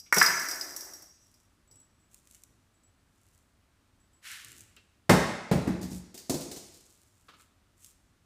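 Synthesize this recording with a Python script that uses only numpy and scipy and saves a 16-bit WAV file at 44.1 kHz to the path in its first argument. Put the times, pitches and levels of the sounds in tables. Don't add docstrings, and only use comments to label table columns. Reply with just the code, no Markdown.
import sys
import numpy as np
from scipy import signal
from scipy.fft import rfft, irfft, next_fast_len
from scipy.io import wavfile

SR = 44100
rng = np.random.default_rng(int(sys.argv[2]) if len(sys.argv) > 2 else 0)


def int16_out(signal):
    q = np.round(np.clip(np.atleast_2d(signal).T, -1, 1) * 32767)
    wavfile.write(sys.argv[1], SR, q.astype(np.int16))


N = 363825
CLOCK = np.arange(N) / SR
T = np.arange(SR) / SR
TOY_START_S, TOY_STOP_S, TOY_RISE_S = 0.2, 1.15, 0.058

# (frequency [Hz], level [dB])
CRISP_COLOUR = [(500, -30), (1700, -17), (2400, -6.5), (4800, -5.5), (7500, 5), (10000, -0.5), (15000, -7)]


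def plastic_toy():
    # (time [s], level [dB])
    clacks = [(0.1255, -18.5), (0.2145, -12), (0.22, -26)]
    # (frequency [Hz], level [dB], t60 [s])
    shell_modes = [(993.5, -8, 0.084), (1220, -3.5, 0.075), (1376, 0.5, 0.067), (1470, -2, 0.017),
                   (1691.5, -0.5, .08), (1966, -3.5, 0.11), (2180, -8.5, .1), (2343, -11, 0.11)]
    # (time [s], level [dB])
    thumps = [(0.166, -23), (0.278, -42.5)]
    # (frequency [Hz], level [dB])
    clack_colour = [(200, -32), (850, -15), (1300, -1.5), (2150, 0.5), (2750, -26.5), (6000, -37),
                    (15000, -49)]
    thump_colour = [(70, -37.5), (120, -15), (175, 1), (270, -4), (500, -4.5), (1000, -7), (3000, -17.5),
                    (8000, -31.5)]
    trundle_colour = [(90, -30), (240, -10.5), (355, -1), (450, -13), (620, -5.5), (1000, -10.5),
                      (1900, -12), (2800, -29.5), (6000, -44)]
    out = np.zeros(N)
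    for s, db in clacks:
        shell = amp(-2) * ring(shell_modes, vary_db=1, blur_hz=30)
        contact = amp(5) * burst(clack_colour, t60=0.03)
        add(out, s, amp(db) * in_room(shell + contact, wet_db=-4.5))
    for s, db in thumps:
        thump = burst(thump_colour, t60=0.13, rise=0.0016)
        add(out, s, amp(db) * in_room(thump, wet_db=-6))
    out = low_cut(out, hz=130, order=3)
    speed = rolling_speed(TOY_START_S, TOY_STOP_S, TOY_RISE_S)
    return out + amp(-46) * speed * coloured(grains(N, spread_db=3.5), trundle_colour)


def jingle_bell():
    # (time [s], level [dB], trim of the lowest mode [dB])
    jingles = [(0.0, -46.5, 6), (0.1256, -26, -16), (0.143, -24, -11), (0.165, -24, -18),
               (0.183, -21.5, 3.5), (0.2, -29, 13), (0.2264, -23, 6.5), (0.2624, -27, 13.5),
               (0.3961, -34.5, -9), (0.4863, -32.5, 0), (0.512, -36, 9), (0.6109, -37.5, 13.5),
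               (0.7637, -33.5, -17.5), (0.808, -39.5, -3), (0.9353, -44, -7), (1.0219, -49.5, -19),
               (1.341, -63, 4.5), (1.712, -62, 3)]
    # (frequency [Hz], level [dB], t60 [s])
    bell_modes = [(4995, -1, 0.16), (5610, 1.5, .58), (6005, -5.5, 0.8), (6580, -14, 0.94),
                  (7250, -14.5, 0.3802), (7790, -11, .9), (9060, -14, .4), (11230, -4, 0.08),
                  (11580, -16.5, .4), (12900, -14.5, 0.22), (14800, -12.5, .18)]
    # (frequency [Hz], level [dB])
    steel_colour = [(800, -29), (3600, -13), (5200, 0), (6100, 5), (6850, -2.5), (7400, -0.5), (9200, -2),
                    (10200, -12), (11200, -0.5), (12000, -1.5), (15000, -3.5)]
    out = np.zeros(N)
    motion = amp(-41) * rolling_speed(TOY_START_S, TOY_STOP_S, TOY_RISE_S) ** 1.4
    damping = amp(-9.5) + amp(-2.5) * fade(0.045)
    for s, db, low_db in jingles:
        lowest = amp(low_db - 4) * ring(bell_modes[:1], vary_db=0, blur_hz=30)
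        upper = ring(bell_modes[1:], vary_db=1, blur_hz=22)
        click = amp(1.5) * burst(steel_colour, t60=0.022, rise=0.0002)
        add(out, s, amp(db) * in_room(damping * (lowest + upper) + click, wet_db=-9))
        add(motion, s, amp(db - 10.5) * fade(0.22))
    rolling = coloured(grains(N, spread_db=4), steel_colour)
    singing = unit(signal.fftconvolve(rolling, ring(bell_modes, vary_db=0, blur_hz=20))[:N])
    return out + in_room(motion * (amp(-0.5) * rolling + amp(-6) * singing), wet_db=-8)


def ball_bounces():
    # (time [s], thud [dB], slap [dB], boom [dB])
    landings = [(5.0938, -13.5, -12.5, -19.5), (5.5127, -15, -25.5, -24.5), (5.673, -20, -34.5, -24.5),
                (5.811, -34, -69, -33.5), (5.913, -35, -72, -31)]
    # (frequency [Hz], level [dB], t60 [s])
    squash_modes = [(155, -1.5, 0.11), (325.2, -2.5, 0.065)]
    boom_modes = [(182.2, 2.5, 0.38), (80.75, -10.5, 0.45), (63, -11, .5)]
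    # (frequency [Hz], level [dB])
    thud_colour = [(25, -35), (60, -10.5), (110, -2), (160, 2.5), (320, -1.5), (420, -14), (700, -21.5),
                   (1500, -45), (4000, -80)]
    slap_colour = [(80, -28), (280, 0.5), (550, 4), (1000, -4), (1450, -7), (2200, -9), (3000, -17.5),
                   (5500, -17), (9000, -22), (15000, -30)]
    out = np.zeros(N)
    for s, thud_db, slap_db, boom_db in landings:
        squash = amp(-1.5) * ring(squash_modes, vary_db=0, rise=0.002)
        thud = amp(thud_db) * (squash + amp(-3.5) * burst(thud_colour, t60=0.27, rise=0.0027))
        slap = amp(slap_db) * burst(slap_colour, t60=0.22, spread_db=1, rise=0.00087)
        boom = amp(boom_db) * ring(boom_modes, vary_db=1, rise=0.01)
        add(out, s, in_room(thud, wet_db=-6) + in_room(slap, wet_db=-4) + boom)
    return out


def furniture_bumps():
    # (time [s], knock [dB], rattle [dB])
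    bumps = [(5.8134, -55, -47), (5.8286, -68, -44), (5.9134, -59, -47), (6.1429, -48, -45),
             (6.176, -59, -43), (6.296, -23.5, -29), (6.341, -30, -37), (6.4079, -43.5, -41),
             (6.514, -43, -39), (6.562, -44, -42), (6.743, -70.5, -54)]
    # (frequency [Hz], level [dB], t60 [s])
    wood_modes = [(261.7, 2, 0.22), (358.4, 2, 0.38), (442, -7, 0.1), (548, -20, .12), (656, 2, 0.039)]
    # (frequency [Hz], level [dB])
    knock_colour = [(50, -11), (150, 0), (350, 5.5), (520, -3), (700, -7), (1050, -16), (2000, -41),
                    (5000, -39)]
    rattle_colour = [(300, -43), (1500, -12.5), (3000, -9.5), (4500, -1.5), (7000, -1), (10500, -8),
                     (15000, -10.5)]
    out = np.zeros(N)
    for s, knock_db, rattle_db in bumps:
        wood = amp(-7.5) * ring(wood_modes, vary_db=1, rise=0.002, blur_hz=30)
        knock = amp(knock_db) * (wood + burst(knock_colour, t60=0.13))
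        rattle = amp(rattle_db) * burst(rattle_colour, t60=0.16, spread_db=2)
        add(out, s, in_room(knock + rattle, wet_db=-4.5))
    return out


def handling_ticks():
    # (time [s], relative level [dB])
    ticks = [(2.1442, -38), (2.273, -44.5), (2.311, -42), (2.3469, -41.5), (2.4364, -38), (3.349, -54),
             (3.378, -53), (4.3162, -31), (4.447, -35), (4.5178, -35.5), (4.582, -39), (4.6072, -37),
             (4.765, -45), (7.8455, -35.5)]
    out = np.zeros(N)
    for s, db in ticks:
        add(out, s, amp(db - 3) * burst(CRISP_COLOUR, t60=0.011, rise=0.0001))
    return out


def paw_sweep():
    # (frequency [Hz], level [dB])
    brush_colour = [(290, -67), (500, -36.5), (1040, -14.5), (1170, -9), (1700, -0.5), (2650, -3.5),
                    (2930, -1), (3190, -6), (3630, -6), (11300, -14.5), (15500, -23.5)]
    return amp(-45) * paw_push() * coloured(grains(N, spread_db=2.5), brush_colour)


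def tiny_bell():
    # (time [s], level [dB])
    tinkles = [(1.675, -65.5), (1.712, -57.5), (1.756, -55), (1.80, -58.5), (2.0, -70), (2.74, -72),
               (2.834, -64), (4.0, -69.5), (4.132, -66)]
    # (frequency [Hz], level [dB], t60 [s])
    bell_modes = [(7840, -6, 0.23), (7780, 2, 0.2), (15090, -27, .15)]
    out = np.zeros(N)
    for s, db in tinkles:
        tone = ring(bell_modes, vary_db=1, rise=0.002)
        add(out, s, amp(db) * (tone + amp(-6) * burst(CRISP_COLOUR, t60=0.05)))
    return in_room(out, wet_db=-10)


def furniture_taps():
    # (time [s], level [dB], ring frequency [Hz])
    taps = [(0.06, -62, 2319), (2.345, -71, 2920), (4.765, -55.5, 2751), (7.283, -51.5, 1300),
            (7.333, -57, 1257), (7.395, -60, 1300)]
    # (frequency [Hz], level [dB])
    tap_colour = [(120, -7), (300, 2), (520, -7.5), (850, -14.5), (1400, -2.5), (2000, -4), (3000, -1.5),
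                  (4500, -5), (6000, -13.5), (14000, -30)]
    out = np.zeros(N)
    for s, db, hz in taps:
        body = amp(1.5) * ring([(hz, 0, 0.13)], vary_db=0, rise=0.0031, blur_hz=160)
        add(out, s, amp(db) * (burst(tap_colour, t60=0.1716, rise=0.003) + body))
    return out


def yarn_crackle():
    # (centre time [s], level [dB], length [s])
    rustles = [(1.31, -72, 0.34), (2.148, -63.5, .08), (2.34, -63.5, 0.16), (3.285, -74, 0.31),
               (5.95, -49.5, 0.099), (7.414, -65.5, 0.071), (7.855, -56.5, 0.11)]
    floor_speed = rolling_speed(start=6.3, stop=7.78, rise=0.046)
    motion = amp(-57) * paw_push() + amp(-61.5) * shelf_roll() + amp(-57.5) * floor_speed ** 2.07
    for s, db, length in rustles:
        motion += amp(db) * np.exp(-(2 * (CLOCK - s) / length) ** 2)
    crackle = unit(snaps(per_s=330, spread_db=7.5))
    hiss = amp(-2) * rng.standard_normal(N)
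    return motion * coloured(crackle + hiss, CRISP_COLOUR)


def shelf_rumble():
    # (time [s], level [dB])
    nudges = [(1.69, -63.5), (2.475, -67.5)]
    # (frequency [Hz], level [dB])
    board_colour = [(40, -19.5), (105, 5), (180, -11.5), (350, -7), (600, -23), (1500, -39.5)]
    nudging = sum(amp(db) * stroke(s, attack=0.017, hold=0.031, t60=0.3) for s, db in nudges)
    return (nudging + amp(-63) * shelf_roll()) * coloured(rng.standard_normal(N), board_colour)


def room_tone():
    # (frequency [Hz], level [dB])
    air_colour = [(12, -46.5), (20, -12.5), (44, -2.5), (101, -0.5), (126, -9), (266, -9), (519, -21),
                  (565, -17.5), (788, -20.5), (1200, -18.5), (2330, -24), (7310, -30), (7950, -28.5),
                  (15500, -39.5)]
    return amp(-68) * coloured(rng.standard_normal(N), air_colour)


def in_room(x, wet_db):
    # (frequency [Hz], t60 [s])
    decay_times = [(60, .7), (180, 0.68), (380, 0.76), (1000, .9), (2000, 1), (5000, 0.97), (9000, 0.72),
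                   (15000, 0.38)]
    hz, t, noise = signal.stft(rng.standard_normal(SR), SR, nperseg=256)
    decaying = noise * fade(along(decay_times, hz)[:, None], t)
    tail = signal.istft(decaying, SR)[1][:SR] * onset(0.0032)
    return x + amp(wet_db) * signal.fftconvolve(x, tail / np.linalg.norm(tail))[:len(x)]


def paw_push():
    return stroke(start=4.21, attack=0.052, hold=0.075, t60=0.64)


def shelf_roll():
    return stroke(start=4.41, attack=0.05, hold=0.16, t60=0.3)


def rolling_speed(start, stop, rise):
    return np.clip((CLOCK - start) / rise, 0, 1) * np.clip((stop - CLOCK) / (stop - start), 0, 1)


def stroke(start, attack, hold, t60):
    t = CLOCK - start
    return np.clip(t / attack, 0, 1) ** 2 * fade(t60, np.maximum(t - attack - hold, 0))


def ring(modes, vary_db, rise=0.0002, blur_hz=0):
    hz, db, t60 = np.transpose(modes)[:, :, None]
    gain = amp(db + vary_db * rng.standard_normal(db.shape))
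    steps = rng.standard_normal((len(hz), SR), dtype=np.float32)
    drift = np.cumsum(steps, axis=1) * np.sqrt(2 * np.pi * blur_hz / SR)
    waves = np.sin(2 * np.pi * hz * T + drift) * fade(t60)
    return np.sum(gain * waves, axis=0) / np.linalg.norm(gain) * np.sqrt(2) * onset(rise)


def burst(spectrum, t60, spread_db=0, rise=0.00037):
    return coloured(grains(SR, spread_db), spectrum) * fade(t60) * onset(rise)


def grains(count, spread_db):
    grain_samples = 32
    sizes = amp(spread_db * np.clip(rng.standard_normal(count // grain_samples + 1), -2.5, 2.5))
    return unit(rng.standard_normal(count) * np.repeat(sizes, grain_samples)[:count])


def snaps(per_s, spread_db):
    fires = rng.random(N) < per_s / SR
    sizes = amp(spread_db * np.clip(rng.standard_normal(N), -2, 2))
    return fires * sizes * rng.choice([-1, 1], N)


def coloured(x, spectrum):
    gain = amp(along(spectrum, np.fft.rfftfreq(len(x), 1 / SR)))
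    return unit(irfft(rfft(x) * gain, len(x)))


def low_cut(x, hz, order):
    return signal.sosfilt(signal.butter(order, hz, "highpass", fs=SR, output="sos"), x)


def along(points, hz):
    frequencies, values = np.transpose(points)
    return np.interp(np.log(hz + 1), np.log(frequencies), values)


def onset(rise):
    return 1 - np.exp(-T / rise)


def fade(t60, t=T):
    return np.exp(-np.log(1000) * t / t60)


def add(track, s, sound):
    part = track[max(round(s * SR), 0):][:len(sound)]
    part += sound[:len(part)]


def amp(db):
    return 10 ** (np.asarray(db) / 20)


def unit(x):
    return x / np.sqrt(np.mean(x ** 2) + 1e-20)


def scene():
    props = plastic_toy() + jingle_bell() + tiny_bell() + ball_bounces() + furniture_bumps()
    close = yarn_crackle() + shelf_rumble() + handling_ticks() + furniture_taps()
    sweep = paw_sweep()
    props += in_room(close, wet_db=-11.5) + in_room(sweep, wet_db=-9.5)
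    return (low_cut(props, hz=46, order=4) + room_tone())[None]


def record(dry):
    top_hz = 15350
    size = next_fast_len(N + SR)
    hz = np.fft.rfftfreq(size, 1 / SR)
    return irfft(rfft(dry, size) / np.sqrt(1 + (hz / top_hz) ** 240), size)[:, :N]


dry = scene()
out = record(dry)
int16_out(out)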